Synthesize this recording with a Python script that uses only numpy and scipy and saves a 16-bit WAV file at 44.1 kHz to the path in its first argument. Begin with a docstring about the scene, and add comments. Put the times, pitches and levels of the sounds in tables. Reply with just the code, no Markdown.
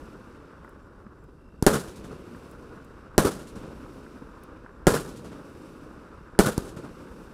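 """Night in the open: road rumble and crickets, under the echoes and star hiss of a shell that burst just before.
Sparks snap now and then. Near 1.7, 3.2, 4.9 and 6.4 s a shell bursts, with a tube thumping close to each burst.
Each burst is a push and suction of air with a noisy crack, copied by the ground and nearby surfaces.
In the next second come rough noise echoes, then for longer single far walls answer with thuds and pops,
while shaped noise rolls and hisses on. A single microphone hears it all, lightly overloaded."""
import sys
import numpy as np
from scipy import signal
from scipy.fft import rfft, irfft, next_fast_len
from scipy.io import wavfile
from scipy.ndimage import uniform_filter1d

SR = 44100
rng = np.random.default_rng(int(sys.argv[2]) if len(sys.argv) > 2 else 0)


def amp(db):
    return 10 ** (np.asarray(db, float) / 20)


def write(x):
    x = np.atleast_2d(x).T
    wavfile.write(sys.argv[1], SR, np.round(np.clip(x, -1, 1) * 32767).astype(np.int16))


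N = 323253   # length in samples, about 7.3 s

# Steady colour of the rolling echo and road rumble: pitch_hz, level_db
ROLL_COLOUR = [(12, -40.5), (20, -2), (65, -0.5), (96, -8), (290, -1.5), (523, -8.5), (717, -20),
               (1060, -12.5), (1460, -11.5), (1880, -23.5), (2200, -30.5), (2860, -56.5), (4840, -120)]
# Colour of the burning stars' hiss: pitch_hz, level_db
HISS_COLOUR = [(1120, -23), (1900, 1.5), (2680, 2.5), (3300, -6.5), (3740, -3.5), (4020, -8), (5520, -8),
               (6860, -15), (7580, -11.5), (10800, -14.5), (15200, -22), (16100, -38), (16500, -44)]
# Edges between the five afterglow layers: pitch_hz
LAYER_EDGES_HZ = (110, 650, 1900, 6000)
# What every burst leaves behind, one row per layer from low to high: deepest roll over road rumble,
# rolling echo from far surroundings, its upper part, star hiss, top of the hiss (first to burn out):
# start_db, fade_db_per_s, ends_after_s, then_falls_db_per_s, night_floor_db
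AFTERGLOW = [(-44, -19, 1.3, -12, -50.5), (-40, -7, 0.72, -14, -54), (-53.5, 0.5, 1.4, -13, -66.5),
             (-59, -6.0, 1.4, -26.5, -76), (-68, 2, 0.8, -24.5, -79.5)]
# How soon each layer is at strength; the finest fizz builds as the stars spread: rise_s
LAYER_RISE_S = (0.16, 0.29, 0.58, .25, .45)
# Depth of each layer's flicker: flicker_db
FLICKER_DB = (2, 1.24, 1.28, .9, .9)
# How much each layer follows the common flicker; rumble and hiss follow it less: share (0-1)
SHARED_FLICKER = (.3, 1.0, 1.0, .5, .4)
# Crickets: pitch_hz, pitch_spread (fraction), strokes_per_s, first_chirp_s, chirp_every_s,
# chirp_length_s, level_db
CRICKETS = [(2720, .003, 52.3, 1.36, 9, .3, -63.5), (5000, .025, 60, .825, .198, .085, -74),
            (4700, .02, 57, .93, .2, .07, -77), (7450, .025, 60, .79, .392, .07, -74)]
# Sparks snapping: start_s, level_db
SNAPS = [(0.6464, -64), (0.6926, -56), (1.2394, -65), (2.5122, -50.5), (2.846, -56), (4.4353, -49)]
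# Single far walls that return every burst: delay_s, thud_db, thud_pitch_hz, pop_db (a brighter pop)
FAR_WALLS = [(0.448, -59, 244, -48.5), (.527, -36, 298, -50), (.6, -53, 262, -56), (.682, -38, 266, -45),
             (0.797, -38.5, 256, -62), (0.884, -43, 246, -44.5), (1.041, -30.5, 265, -48),
             (1.107, -34.5, 206, -43), (1.235, -39, 280, -49), (1.344, -46, 262, -53),
             (1.481, -43.5, 283, -40.5), (1.512, -48, 283, -44), (1.9, -31.5, 207, -46),
             (2.021, -39, 324, -52), (2.322, -45, 183, -56)]
# Rough echoes from ever farther walls and trees: delay_s, rise_s, fall_s, body_db, treble_db
ECHOES = [(.004, 0.0037, 0.011, -13, -25), (.035, 0.021, 0.018, -26, -36), (0.067, .01, 0.012, -21, -30),
          (0.088, .006, 0.008, -23.5, -34), (0.128, .01, 0.012, -36, -40.5),
          (0.169, 0.012, 0.031, -41, -51), (0.207, .01, .02, -49, -49.5), (.29, 0.0086, 0.014, -66, -49),
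          (0.374, 0.0059, 0.016, -41.5, -50), (.445, 0.013, 0.018, -40.5, -58)]
# Colour of those echoes: pitch_hz, level_db
ECHO_COLOUR = [(18, -47), (30, -12.5), (60, -10.5), (171, 5.5), (298, -2.5), (409, 2), (752, -14),
               (1420, -10.5), (2050, -24.5), (3760, -21), (6210, -22.5), (7470, -21.5), (10300, -22),
               (15200, -31.5), (16500, -51)]
# Lift charges in the tubes: start_s, level_db, echo_db
LIFTS = [(1.6251, -4.5, -21.5), (3.2529, -10.5, -26.5), (4.921, -14, -42), (6.579, -7.5, -22)]
# Blast waves of a tube and of a shell:
# push_ms, push_sag (0-1), suction_ms, suction_db, rise_cut_hz, crack_from_hz
LIFT_WAVE = (1.5, .4, .85, -3.5, 950, 4500)
BURST_WAVE = (.75, .15, .5, .5, 5000, 3800)
# Shell bursts: start_s, level_db, crack_db, stretch (of the mirror delays, with the shell's height)
BURSTS = [(1.6654, -0.5, 6.5, 0.99), (3.1799, -1, 2, 0.95), (4.8692, -0.5, 0, 1.05), (6.39, -1, 2.5, 0.97)]
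# Copies of a burst off the ground and nearby surfaces: delay_ms, level_db, cut_hz
MIRRORS = [(2.4, -10, 10000), (5.1, 1, 1500), (8.6, -17, 600), (11.5, -16.5, 4300), (15.2, -25.5, 2700)]

EARLIER_BURST_S = -0.835       # a shell that burst just before, whose echoes and stars still sound
WALL_SCATTER_DB = 2            # shells burst at different spots, so each wall answers a little differently
AIR_LOSS_DB_PER_S = -32.5      # the top of an echo fades with the length of its path
NEAR_BASS_DB, NEAR_S = -4.5, 0.048   # nearby reflectors are small and return little bass
LIFT_CRACK_DB = -6.5
LIFT_GROUND_MS, LIFT_GROUND_DB = 2.2, -15   # the ground copy of the tube's blast
TOP_HZ = 17000


def rms_one(x):
    """Scale to an average strength (rms) of 1."""
    return x / np.sqrt(np.mean(x ** 2) + 1e-20)


def cut(x, hz, kind, order=2):
    """Butterworth filter: keeps the lows, the highs or a band."""
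    hz = np.clip(hz, 10, .45 * SR)
    return signal.sosfilt(signal.butter(order, hz, kind, fs=SR, output="sos"), x)


def coloured(colour):
    """Frequencies and spectrum of white noise shaped by a colour table."""
    size = next_fast_len(N)
    hz = np.arange(size // 2 + 1) * SR / size + 1e-3   # just above zero, for the logarithm
    points = np.array(colour)
    level_db = np.interp(np.log(hz), np.log(points[:, 0]), points[:, 1])
    return hz, rfft(rng.standard_normal(size)) * amp(level_db)


def band(hz, shaped, low, high):
    """The part of a shaped noise between two soft edges, at rms 1."""
    share = 1 / (1 + (low / hz) ** 6) / (1 + (hz / high) ** 6)
    return rms_one(irfft(shaped * np.sqrt(share), next_fast_len(N))[:N])


def drift(rate_hz):
    """Slow random wandering of spread 1, made at every 40th sample and joined by lines."""
    r = np.exp(-80 * np.pi * rate_hz / SR)
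    noise = rng.standard_normal(N // 40 + 2002)
    slow = signal.lfilter([1], [1, -2 * r, r * r], noise)[2000:]   # skip the filter's start
    return np.interp(np.arange(N) / 40, np.arange(len(slow)), rms_one(slow))


def clicks(rows):
    """One single-sample click per (start_s, level_db) row."""
    out = np.full(N, 1e-18)
    out[[round(row[0] * SR) for row in rows]] = amp(np.array(rows)[:, 1])
    return out


def ticks(rows, low_hz, high_hz, fade_s):
    """Puffs of band noise that start at once and die away within milliseconds."""
    noise = rng.standard_normal(N) * np.sqrt(SR / 2 / (high_hz - low_hz))
    puffs = signal.lfilter([1], [1, -np.exp(-1 / (fade_s * SR))], clicks(rows)) * noise
    return cut(puffs, [low_hz, high_hz], "band", order=3)


def burst_times():
    """Start in seconds of every shell burst, the earlier one included."""
    return [EARLIER_BURST_S] + [row[0] for row in BURSTS]


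def afterglow_db(age, rise_s, start_db, fade_db, ends_s, fall_db, floor_db):
    """Powers of all shells add: each rises, fades slowly, then falls away into the floor."""
    db = start_db + fade_db * np.clip(age, 0, ends_s) + fall_db * np.maximum(age - ends_s, 0)
    rise = 1 - np.exp(-(np.maximum(age, 0) / rise_s) ** 2)
    return 10 * np.log10(np.sum(rise * amp(2 * db), axis=0) + amp(2 * floor_db))


def afterglow():
    """Rolling echo, road rumble and star hiss: noise layers that follow each burst and flicker."""
    hz, roll = coloured(ROLL_COLOUR)
    hz, hiss = coloured(HISS_COLOUR)
    noises = (roll, roll, roll, hiss, hiss)
    edges = (0, *LAYER_EDGES_HZ, SR)
    together = drift(25)
    age = np.arange(N) / SR - np.array(burst_times())[:, None]   # seconds since each burst, a row per shell
    out = np.zeros(N)
    layers = zip(AFTERGLOW, LAYER_RISE_S, FLICKER_DB, SHARED_FLICKER, noises, edges, edges[1:])
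    for rule, rise_s, flicker_db, shared, noise, low, high in layers:
        flicker = shared * together + .7 * drift(6) + drift(63)   # common, slow and grainy parts
        level_db = afterglow_db(age, rise_s, *rule) + flicker_db * flicker
        out += amp(level_db) * band(hz, noise, low, high)
    return out


def crickets():
    """Each sings around one pitch in a train of wing strokes, grouped in chirps that fade in."""
    s, out = np.arange(N) / SR, np.zeros(N)
    for hz, spread, per_s, first, every, length, db in CRICKETS:
        into = (s - first) % every   # seconds into the current chirp
        strokes = np.maximum(np.sin(np.pi * per_s * into) ** 2 - .15, 0)
        chirp = (into < length) * np.minimum(0.302 + 3.35 * into / length, 1)
        pitch_hz = hz * (1 + spread * drift(150))
        tone = np.sin(2 * np.pi * np.cumsum(pitch_hz) / SR)
        out += amp(db + 1.5 * drift(30)) * strokes * chirp * tone
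    return out


def spark_snaps():
    """Snapping sparks: very short puffs of high noise."""
    return ticks(SNAPS, 6000, 15000, .003)


def far_walls():
    """Each wall answers each burst with a low swing of a cycle or two and a short pop."""
    shells = burst_times()
    scatter = WALL_SCATTER_DB * rng.standard_normal((len(shells), len(FAR_WALLS)))
    thuds, pops = np.zeros(N + 2000), []
    s = np.arange(2000) / SR
    for burst_s, row in zip(shells, scatter):
        for (delay, thud_db, hz, pop_db), db in zip(FAR_WALLS, row):
            at = burst_s + delay
            if 0 < at < N / SR:
                swing = np.sin(2 * np.pi * hz * s) * np.exp(-s * hz / 1.14)
                thuds[round(at * SR):][:len(s)] += amp(thud_db + db) * swing
                pops.append((at, pop_db + db))
    return cut(thuds[:N], 770, "low") + ticks(pops, 850, 1630, 0.0047)


def echoes():
    """Every blast sends back the same train of rough echoes: noise whose power swells and falls."""
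    s = np.arange(SR) / SR
    body, treble = np.zeros(SR), np.zeros(SR)   # power over the second after a blast
    for delay, rise, fall, body_db, treble_db in ECHOES:
        late = np.maximum(s - delay, 0)
        swell = (1 - np.exp(-late / rise)) * np.exp(-late / fall)
        body += amp(2 * body_db) * swell / swell.max()
        treble += amp(2 * treble_db) * swell / swell.max()
    top = treble * amp(2 * (-5.0 + AIR_LOSS_DB_PER_S * s))
    bass = body * amp(2 * NEAR_BASS_DB * np.exp(-s / NEAR_S))
    lift_clicks = clicks([(at, echo_db) for at, _, echo_db in LIFTS])
    power = clicks(BURSTS) ** 2 + lift_clicks ** 2

    def strength(train):
        """Amplitude of the echo train after all blasts."""
        return np.sqrt(np.abs(signal.fftconvolve(power, train)[:N]))

    hz, shaped = coloured(ECHO_COLOUR)
    out = strength(bass) * band(hz, shaped, 0, 600)
    out += amp(-6.5) * strength(body) * band(hz, shaped, 600, 1900)
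    out += strength(treble / 2) * band(hz, shaped, 1900, 8500)
    out += strength(top) * band(hz, shaped, 8500, SR)
    grain = amp(1.6 * drift(180))   # many separate reflectors make the echo lumpy
    return rms_one(grain) * out


def blast(push_ms, sag, suction_ms, suction_db, rise_hz, crack_hz):
    """Body: a sagging push, then suction that swells and dies; crack: ragged noise at both jumps."""
    ms = np.arange(900) / SR * 1000
    push = (1 - sag * ms / push_ms) * (ms < push_ms) * 0.73
    after = np.maximum(ms - push_ms, 0) / suction_ms
    suction = amp(suction_db) * after * np.exp(1 - after)
    body = suction - push   # the microphone inverts the wave
    second_front = 0.15 * (ms > .8 * push_ms) * np.exp(-(ms - push_ms) / 2.3)
    fronts = np.exp(-ms / 0.5) + second_front
    crack = fronts * rng.standard_normal(len(ms))
    return cut(body, rise_hz, "low"), cut(crack, [crack_hz, 11500], "band")


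def lifts():
    """A slower, duller blast out of the tube, doubled by the ground."""
    body, crack = blast(*LIFT_WAVE)
    lag = round(LIFT_GROUND_MS * SR / 1000)
    ground = np.pad(body, (lag, 0))[:len(body)]
    wave = body + amp(LIFT_CRACK_DB) * crack + amp(LIFT_GROUND_DB) * ground
    return signal.fftconvolve(clicks(LIFTS), wave)[:N]


def bursts():
    """Each shell: a direct blast with its own crack, then filtered mirror copies."""
    out = np.zeros(N)
    for at, level_db, crack_db, stretch in BURSTS:
        body, crack = blast(*BURST_WAVE)
        direct = body + amp(crack_db) * crack
        wave = direct.copy()
        for delay_ms, db, hz in MIRRORS:
            lag = round(stretch * delay_ms * SR / 1000)
            wave[lag:] += amp(db) * cut(direct, hz, "low", order=1)[:-lag]
        out[round(at * SR):][:len(wave)] += amp(level_db) * wave
    return out


def scene():
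    """One microphone hears every source and feeds both channels."""
    background = afterglow() + crickets() + spark_snaps()
    mono = background + far_walls() + echoes() + lifts() + bursts()
    return np.array([mono, mono])


def low_pass(x):
    """Removes everything above the highest recorded frequency."""
    return signal.sosfilt(signal.butter(12, 17210, fs=SR, output="sos"), x)


def record(dry):
    """Bass cut, rounded peaks, loud treble that differs a little between the channels, top cut."""
    x = 1.162 * np.tanh(cut(dry, 24.84, "high", order=1) / 1.525)
    treble = uniform_filter1d(np.abs(cut(x[0], 5000, "high")), size=64)
    strength = treble ** 2 / (treble + .002)   # next to nothing in quiet moments
    noise = cut(rng.standard_normal(N), 5800, "high")
    x = x + amp(-13) * strength * noise * [[1], [-1]]   # opposite sign in the two channels
    x = signal.sosfilt(signal.cheby2(14, 60, TOP_HZ, fs=SR, output="sos"), x)
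    return low_pass(x)


dry = scene()
out = record(dry)
write(out)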